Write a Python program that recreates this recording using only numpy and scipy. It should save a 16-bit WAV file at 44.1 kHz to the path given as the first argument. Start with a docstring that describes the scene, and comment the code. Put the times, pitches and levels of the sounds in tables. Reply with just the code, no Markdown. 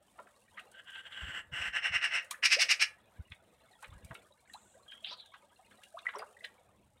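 """Koi feed at the surface of a garden pond: all along, torn films of water smack and fine spray trickles.
From 0.7 s a hoarse hiss nearby, noise in resonances, swells and breaks into two runs of rattling bursts.
From 1.2 to 4.2 s light puffs of air, wavering low tones with noise, bump the microphone.
At 4.5 s a faint high hiss leads to a thin, squeaky slurp, noise in a moving resonance.
Ringing bubbles plop and droplets tick, thickest near 6 s; a low breeze and a short garden echo surround it."""
import sys
import numpy as np
from scipy import signal
from scipy.fft import rfft, irfft, next_fast_len
from scipy.io import wavfile
from scipy.ndimage import uniform_filter1d, map_coordinates

SR = 44100
rng = np.random.default_rng(int(sys.argv[2]) if len(sys.argv) > 2 else 0)


def put_to_file(sound):
    """Save the sound as 16-bit audio at rate SR, in the file named by the first command-line argument."""
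    columns = np.atleast_2d(sound).T  # one column per channel
    safe = np.clip(columns, -1, 1)
    whole_steps = np.round(safe * 32767)
    wavfile.write(sys.argv[1], SR, whole_steps.astype(np.int16))


N = 308698

# lip smacks and small splashes: (t/s, relative level/dB, centre f/Hz, spread/octaves, fade/s)
SMACK_EVENTS = [(.191, -41.5, 900, 0.75, 0.01), (.272, -58, 1520, 0.72, .01), (0.577, -40, 1945, .6, .007),
                (.594, -46.5, 2484, 1.63, .012), (0.958, -44.5, 2710, 0.42, .004),
                (1.125, -50, 3330, .25, .017), (2.313, -35.5, 3030, 1.68, .006),
                (2.333, -49, 1580, 0.63, .028), (3.321, -44, 2180, 0.98, .007),
                (3.828, -47.5, 1393, 0.83, .019), (3.845, -44.5, 2390, 0.78, .006),
                (3.926, -58.5, 1394, 1.25, 0.019), (4.111, -46, 1040, 1.12, .009),
                (4.152, -45, 2690, 1.19, .008), (4.539, -54.5, 1770, 1.65, .006),
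                (4.921, -48.5, 2860, 0.76, .005), (5.047, -38, 3250, 0.26, .006),
                (5.11, -52.5, 974, 0.75, .035), (5.34, -49.5, 2160, 1.33, .014),
                (5.711, -59, 2490, 1.1, .019), (5.836, -50.5, 3330, 0.95, .004),
                (5.99, -46.5, 3830, 0.59, .005), (6.056, -45, 1490, 0.55, .016),
                (6.089, -40, 1850, 0.836, .008), (6.138, -42.5, 1304, 0.82, .0045),
                (6.155, -61, 3330, 1, 0.033), (6.16, -42, 735, 1, .012), (6.194, -44.5, 1207, 1.3, .017),
                (6.224, -40, 1005, 0.68, .0055), (6.445, -38, 2640, 0.81, .0095)]


def amp(db):
    """Turn decibels into a gain."""
    return 10 ** (np.asarray(db) / 20)


def unit(x):
    """Scale to an average strength (rms) of 1."""
    return x / np.sqrt(np.mean(x ** 2) + 1e-20)


def along(points, hz):
    """Read a curve of (f/Hz, value) points, with frequency on a log axis."""
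    f, v = np.transpose(points)
    return np.interp(np.log(hz + 1), np.log(f + 1), v)


def clock():
    """Give the time of every sample in seconds."""
    return np.arange(N) / SR


def curves(rows):
    """Give the gain at every sample (next to nothing outside the rows), then any further columns."""
    s, db, *cols = np.transpose(rows)
    gain = amp(np.interp(clock(), s, db, left=-140, right=-140))
    return [gain] + [np.interp(clock(), s, c) for c in cols]


def wobble(rate):
    """Draw a smooth random curve through `rate` random points a second."""
    return map_coordinates(rng.standard_normal(8192), [clock() * rate], mode="wrap")


def held(start, length, attack, release):
    """Make an envelope that rises, holds and dies away; all times in seconds."""
    t = clock() - start
    return np.clip(t / attack, 0, 1) * np.exp(-np.maximum(t - length, 0) / release)


def patches(shape, size):
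    """Draw random blotches of rms 1 over frequency and time, `size` cells across."""
    cells = rng.standard_normal(shape)
    return unit(uniform_filter1d(uniform_filter1d(cells, size, axis=0), size, axis=1))


def filtered(x, response):
    """Multiply the spectrum of x by a gain that depends on frequency."""
    m = next_fast_len(len(x) + 4096)
    return irfft(rfft(x, m) * response(np.fft.rfftfreq(m, 1 / SR)), m)[:len(x)]


def coloured(x, spectrum):
    """Shape x with a (f/Hz, level/dB) spectrum, at rms 1."""
    return unit(filtered(x, lambda hz: amp(along(spectrum, hz))))


def band(x, centre_hz, octaves):
    """Keep a bell-shaped band of x around one frequency, at rms 1."""
    return unit(filtered(x, lambda hz: (1 + (np.log2((hz + 1) / centre_hz) / octaves) ** 2 / 2) ** -2))


def add(track, s, sound):
    """Mix a sound in at time s."""
    start = int(np.clip(round(s * SR), 0, N))
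    track[start:start + len(sound)] += sound[:N - start]


def air(level_db=-71.5, sway_db=2.5, patchy_db=3.5, breeze_hz=85, breeze_db=2.5):
    """The quiet outdoor background is noise, uneven in time and pitch, over the low rumble of a breeze."""
    # colour of the background: (f/Hz, relative level/dB)
    floor_colour = [(25, -23.5), (90, -5), (160, -15.5), (200, 1), (260, -8), (450, -6.5), (650, -5),
                    (1200, -14.5), (3900, -20), (4600, -34), (6500, -34), (9000, -40), (12000, -29.5),
                    (15500, -35.5)]
    # strength of the breeze, before breeze_db: (t/s, level/dB)
    breeze_levels = [(0.0, -86), (0.84, -81.5), (1.5, -71), (2.53, -85.5), (3.04, -78), (6.41, -86.5),
                     (6.76, -74), (7.0, -78.5)]
    z = signal.stft(rng.standard_normal(N), nperseg=512)[2]
    patchy = signal.istft(z * amp(patchy_db * patches(z.shape, size=5)), nperseg=512)[1][:N]
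    rumble = band(rng.standard_normal(N), breeze_hz, octaves=0.96)
    breeze = amp(breeze_db) * curves(breeze_levels)[0] * rumble
    return amp(level_db + sway_db * wobble(6.9)) * coloured(patchy, floor_colour) + breeze


def puffs(gain_db=-4.5, half_cycles=0.7, turbulence=0.88, corner_hz=210):
    """Each eddy of air pushes the microphone to and fro once or twice, with some low noise."""
    # puffs of air: (t/s, level before gain_db/dB, pitch f/Hz)
    puff_events = [(1.238, -40, 65), (1.288, -39.5, 90), (1.532, -43.5, 90), (1.613, -48, 70),
                   (1.69, -48, 64), (1.911, -46, 79.5), (1.963, -47, 74.7), (3.203, -39.5, 79.9),
                   (3.32, -46, 80), (3.9, -46, 61.5), (3.93, -47.5, 90), (3.971, -46, 57),
                   (4.05, -41.5, 74), (4.118, -35, 118)]
    out, t = np.zeros(N), np.arange(-SR // 12, SR // 12) / SR
    for s, db, hz in puff_events:
        half = half_cycles / hz
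        swing = np.sin(2 * np.pi * (hz * t + rng.random()))
        push = swing + turbulence * band(rng.standard_normal(len(t)), hz, octaves=0.99)
        add(out, s + t[0], amp(db + gain_db) * np.exp(-(t / half) ** 2 / 2) * push)
    return filtered(out, lambda hz: 1 / np.hypot(1, (hz / corner_hz) ** 2))


def slurp(grain_db=2, thin_db=-69.5, thin_hz=7600, thin_octaves=0.22):
    """Air sucked through a narrow wet gap: a faint hiss, then a whistle that opens into a ragged rush."""
    # the whistle and rush: (t/s, level/dB, resonance f/Hz, width/Hz)
    slurp_path = [(4.88, -57, 3220, 91), (4.925, -53.5, 3170, 70), (5.03, -68, 3300, 90),
                  (5.05, -45, 3100, 680), (5.135, -47.5, 4320, 1000), (5.165, -67, 4150, 500),
                  (5.2, -52, 3900, 402), (5.25, -65, 3700, 300), (5.4, -74, 3320, 200)]
    gain, centre, width = curves(slurp_path)
    hz, s, z = signal.stft(rng.standard_normal(N), SR, nperseg=512)
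    centre, width = np.interp(s, clock(), centre), np.interp(s, clock(), width)
    off = (hz[:, None] - centre) / width
    gap = (1 + off ** 2 / 4) ** np.where(off > 0, -3.5, -2)  # falls off faster above the resonance
    gap = gap * amp(4.5 * patches(z.shape, size=3))
    rush = unit(signal.istft(z * gap / np.linalg.norm(gap, axis=0), SR, nperseg=512)[1][:N])
    ragged = gain * rush * amp(grain_db * wobble(200))
    thin = amp(thin_db) * held(4.45, length=.27, attack=.07, release=.095)
    return ragged + thin * band(rng.standard_normal(N), thin_hz, thin_octaves)


def hiss_force(attack_s=.043, release_s=.012, growth_db_per_s=22, flutter_db=2, flutter_rate=45):
    """Gain of the hiss: each draw starts softly, grows and stops; it flutters less as it gets stronger."""
    # draws of the hiss: (start t/s, length/s, level at the end/dB)
    hiss_draws = [(.72, .08, -55), (.84, .158, -49), (1.025, .05, -47), (1.09, .298, -41),
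                  (1.512, .17, -36.3)]
    t, draws = clock(), np.zeros(N)
    for s, length, db in hiss_draws:
        growth = amp(db + growth_db_per_s * np.minimum(t - s - length, 0))
        draws += held(s, length, attack_s, release_s) * growth
    return draws * amp(flutter_db * (1.5 - draws / draws.max()) * wobble(flutter_rate))


def rasp(grain_db=2.2, grain_rate=450, bite=0.85, echo_s=.00581, echo_share=0.36, treble_hz=6800,
         tube_hz=2690, tube_db=4, low_hz=1560, high_hz=3150):
    """Gritty noise in broad resonances: first a hiss, then bursts that brighten as they crest."""
    # colours from soft to fierce: (f/Hz, relative level/dB)
    gentle, hoarse, fierce = [(400, -16.5), (1150, -8.5), (1550, 1.5), (2000, 0.5), (2400, -11.5),
                              (2900, 5.5), (3200, -5), (3600, -35), (4500, -26), (6700, -30.5), (7700, -14),
                              (9000, -33.5), (15000, -40)], [(400, -32.5), (700, -12.5), (1000, -12.5), (1550, 5.5),
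                                              (2050, 4.5), (2400, -7.5), (2820, 4), (3200, -14.5),
                                              (4200, -15.5), (4750, -33.5), (5400, -13), (7000, -28),
                                              (8400, -21.5), (15000, -54)], [(400, -44.5), (1000, -24.5), (1600, -13),
                                                              (2400, 3), (2850, 0), (3150, -12),
                                                              (4300, -8.5), (5150, -1.5), (6600, -15),
                                                              (7800, -19), (8300, -14.5), (11000, -28),
                                                              (15000, -42)]
    # rattling bursts: (t of the crest/s, level/dB, swell/s)
    bursts = [(1.767, -31, .025), (1.861, -29.5, .027), (1.956, -28.5, 0.025), (2.051, -28, 0.026),
              (2.16, -28.5, 0.034), (2.435, -28, 0.0066), (2.46, -21, .016), (2.532, -21.2, 0.021),
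              (2.619, -20.7, .02), (2.716, -21.1, .0185), (2.824, -21.6, .018)]
    t = clock()
    grit = rng.standard_normal(N) * amp(grain_db * np.tanh(wobble(grain_rate)))
    # at middling force the sound is hollow, with the evenly spaced peaks of a short tube
    hollow = filtered(grit, lambda hz: amp(tube_db * np.cos(2 * np.pi * hz / tube_hz)))
    colours = [coloured(grit, gentle), coloured(hollow, hoarse), coloured(grit, fierce)]

    def blend(harsh, part):
        """Fade between the three colours as harshness goes from 0 to 1."""
        place = 2 * np.clip(harsh, 0, 1)
        return sum(c[part] * np.clip(1 - abs(place - k), 0, 1) for k, c in enumerate(colours))

    # the hiss starts pinched into two narrow resonances, which mostly give way to the broad colours
    narrow = unit(band(grit, low_hz, octaves=0.074) + band(grit, high_hz, octaves=0.14))
    pinched = np.interp(t, [1.05, 1.4], [.53, .1])
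    broad = blend(np.interp(t, [1.35, 1.62], [.02, .27]), slice(N))
    out = hiss_force() * (pinched * narrow + (1 - pinched) * broad)
    for s, db, swell in bursts:
        fade = 0.87 * swell  # a burst dies a little faster than it swells
        harsh = 1 + 0.0524 * (db + 19.5)  # the louder, the harsher
        near = abs(t - s) < .15
        away = (t[near] - s) / np.where(t[near] < s, swell, fade)
        flow = np.exp(1.42 * (.5 - np.hypot(away, .5)))  # a spindle with a rounded crest
        flow *= np.clip(2 * away + 3.63, 0, 1)  # each burst starts from nothing
        noise = blend(harsh, near)
        treble = filtered(noise, lambda hz: 1 / (1 + (treble_hz / (hz + 1)) ** 8))
        out[near] += amp(db) * flow * (noise - treble + treble * flow ** bite)
    # one near reflection combs the spectrum
    return out + echo_share * np.interp(t - echo_s, t, out)


def stir(calm_db=-81, stir_db=-75.5, settle_s=0.12):
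    """Gain of the fine spray: the water grows busy around every smack and settles again."""
    t = clock()
    busy = sum(np.exp(-abs(t - s) / settle_s) for s, *_ in SMACK_EVENTS)
    return np.sqrt(amp(calm_db) ** 2 + amp(stir_db) ** 2 * busy)


def fizz(times, pitches, sizes, cycles, rise):
    """A cloud of tiny bubbles, each ringing for a few cycles with rising pitch; times count from zero."""
    t = np.arange(SR // 25) / SR
    age = t * pitches[:, None] / cycles
    swell = sizes[:, None] * age * np.exp(1 - age)
    rings = swell * np.sin(2 * np.pi * pitches[:, None] * t * (1 + rise * t))
    places = (times * SR).astype(int)[:, None] + np.arange(len(t))
    return np.bincount(places.ravel(), rings.ravel())


def trickle(count=1800, level_db=-73.0, low_hz=450, high_hz=4300, tilt_db=-0.6, rise=2.2, follow=0.88):
    """Tiny bubbles burst all over the rippling pond; the small, high ones are weaker and ring more cycles."""
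    when, where = rng.random((2, count))
    octave = where * np.log2(high_hz / low_hz)
    scatter_db = 6 * np.clip(rng.standard_normal(count), -2, 2)
    cycles = 3.5 + 1.5 * octave[:, None]
    sizes = amp(level_db + tilt_db * octave + scatter_db)
    out = np.zeros(N)
    add(out, 0, fizz(when * N / SR, low_hz * 2 ** octave, sizes, cycles, rise))
    return out * unit(stir()) ** follow  # busier water trickles louder


def droplets(fade=0.0049, rise_s=0.0012, spatter_db=-2.0, drop_rate=400, tick_db=-7.5):
    """Falling spray makes bright ticks of noise: a few clear ones over a fine, irregular crackle."""
    # clear drops: (t/s, level before tick_db/dB)
    clear_drops = [(0.5994, -54.5), (0.7168, -49.5), (0.9044, -51.5), (2.2254, -56), (2.2468, -48),
                   (2.3111, -26), (3.8262, -45.5), (4.0482, -45.5), (4.145, -46.5), (4.5354, -45),
                   (5.2604, -54), (5.8366, -49), (6.1863, -42.5), (6.4497, -47.5)]
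    # colour of the spray: (f/Hz, relative level/dB)
    spray_colour = [(500, -25), (3000, -7.5), (6000, -8.5), (8800, 0), (12000, -12), (15500, -17)]
    t = np.arange(SR // 25) / SR - .005
    tick = np.exp(np.minimum(t / rise_s, -t / fade))
    sizes = amp(5 * np.clip(rng.standard_normal(N), -2.3, 2.3))
    landings = sizes * (rng.random(N) < drop_rate / SR)  # drop_rate is drops a second
    # the powers of the overlapping tiny drops add up
    crackle = unit(np.sqrt(abs(signal.fftconvolve(landings ** 2, tick ** 2)[:N])))
    out = amp(spatter_db) * stir() * crackle * coloured(rng.standard_normal(N), spray_colour)
    for s, db in clear_drops:
        noise = coloured(rng.standard_normal(len(t)), spray_colour)
        add(out, s + t[0], amp(db + tick_db) * tick * noise)
    return out


def bubble(hz, rise, life):
    """A pocket of air rings and climbs in pitch as it nears the surface; its neck flutters."""
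    t = np.arange(int(5 * life * SR)) / SR
    shape = (1 - np.exp(-t / (0.11 * life))) * np.exp(-(t / (1.14 * life)) ** 1.8)
    flutter = map_coordinates(rng.standard_normal(256), [t * 250], mode="wrap")
    pitch = hz * 2 ** (np.minimum(rise * t, 1.5) + .02 * flutter)  # climbs 1.5 octaves at most
    return shape / shape.max() * amp(2 * flutter) * np.sin(2 * np.pi * np.cumsum(pitch) / SR)


def plops(ring_cycles=15, escape_octaves_per_s=92):
    """The larger bubbles that the fish gulp and release ring for fewer cycles if they climb fast."""
    # single bubbles: (t/s, level/dB, pitch f/Hz, rise/octaves per s)
    bubble_events = [(2.341, -43, 1715, 3), (2.565, -35.5, 466, 23), (4.323, -56, 3910, 2),
                     (4.498, -49, 1825, 6), (4.538, -42, 3960, 2), (4.545, -45, 730, 36),
                     (4.75, -57, 477, 20), (5.59, -58, 724, 4.7), (5.941, -44.5, 636, 7.2),
                     (5.97, -39.5, 988, 43), (6.067, -24.5, 1968, 5), (6.149, -36.5, 905, 37),
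                     (6.157, -47.5, 380, 7), (6.158, -52, 5400, 1), (6.192, -45, 4700, 1),
                     (6.22, -36.5, 1033, 51), (6.2, -51, 419, 8), (6.367, -51, 1790, 22),
                     (6.406, -51.5, 1930, 4.3)]
    out = np.zeros(N)
    for s, db, hz, rise in bubble_events:
        life = ring_cycles / hz * np.exp(-rise / escape_octaves_per_s)
        add(out, s, amp(db) * bubble(hz, rise, life))
    return out


def wet(x, edge_hz=4200, spray_db=-13):
    """Few bubbles are small enough to ring above the edge; only a little spray sounds there."""
    return filtered(x, lambda hz: amp(spray_db) + (1 - amp(spray_db)) / (1 + (hz / edge_hz) ** 20))


def smacks(count=12, cycles=3.4, rise=6, bubbles_db=-1.1, tear_db=-6, scatter_db=3):
    """A film of water tears at a fish's lips: a quick spurt that throws off a cluster of bubbles."""
    out, t = np.zeros(N), np.arange(SR // 4) / SR - .03
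    for s, db, centre_hz, octaves, fade in SMACK_EVENTS:
        swell = np.exp(np.minimum(t / .004, -t / fade))
        tear = swell * band(rng.standard_normal(len(t)), centre_hz, octaves)
        add(out, s + t[0], amp(db + tear_db) * tear)
        born = fade * np.linspace(0, np.sqrt(2), count) ** 2  # dense at first, then sparser
        pitch, size = np.clip(rng.standard_normal((2, count)), -2, 2)
        pitches = centre_hz * 2 ** (.6 * octaves * pitch)
        sizes = amp(scatter_db * size) * np.exp(-born / fade)
        cloud = fizz(born, pitches, sizes, cycles, rise)
        match = np.linalg.norm(tear) / np.linalg.norm(cloud)  # ties the cluster's energy to the tear's
        add(out, s - .001, amp(db + bubbles_db) * cloud * match)
    return wet(out)


def banks(x, count=5, level_db=-15):
    """The pond's edges send back a few weak copies within moments."""
    t = clock()
    return x + amp(level_db) * sum(np.interp(t - delay, t, x) for delay in rng.uniform(.003, .018, count))


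def garden(x, delay_s=.012):
    """Fences and walls return a short tail of noise that dies at its own speed in each pitch range."""
    # time for the echo to fall by 60 dB: (f/Hz, time/s)
    echo_times = [(300, 0.75), (2500, 0.2), (5500, 0.14), (11000, 0.28)]
    hz, t, z = signal.stft(rng.standard_normal(SR // 2), SR, nperseg=256)
    tail = signal.istft(z * amp(-60 * t / along(echo_times, hz)[:, None]), SR, nperseg=256)[1]
    return signal.fftconvolve(x, np.pad(tail / np.linalg.norm(tail), (int(delay_s * SR), 0)))[:N]


def scene(rasp_echo_db=-14, pond_echo_db=-16):
    """The pond, the rasp and their echo sound over the puffs and the background."""
    pond = banks(smacks() + plops() + trickle() + droplets()) + slurp()
    rattle = rasp()
    echo = garden(amp(rasp_echo_db) * rattle + amp(pond_echo_db) * pond)
    return (pond + rattle + echo + puffs() + air())[None]


def record(dry, low_hz=36, top_hz=15850):
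    """The microphone's path rolls off the deep bass and keeps nothing above its band limit."""
    return filtered(dry[0], lambda hz: (hz < top_hz) / np.hypot(1, (low_hz / (hz + 1)) ** 2))[None]


dry = scene()
out = record(dry)
put_to_file(out)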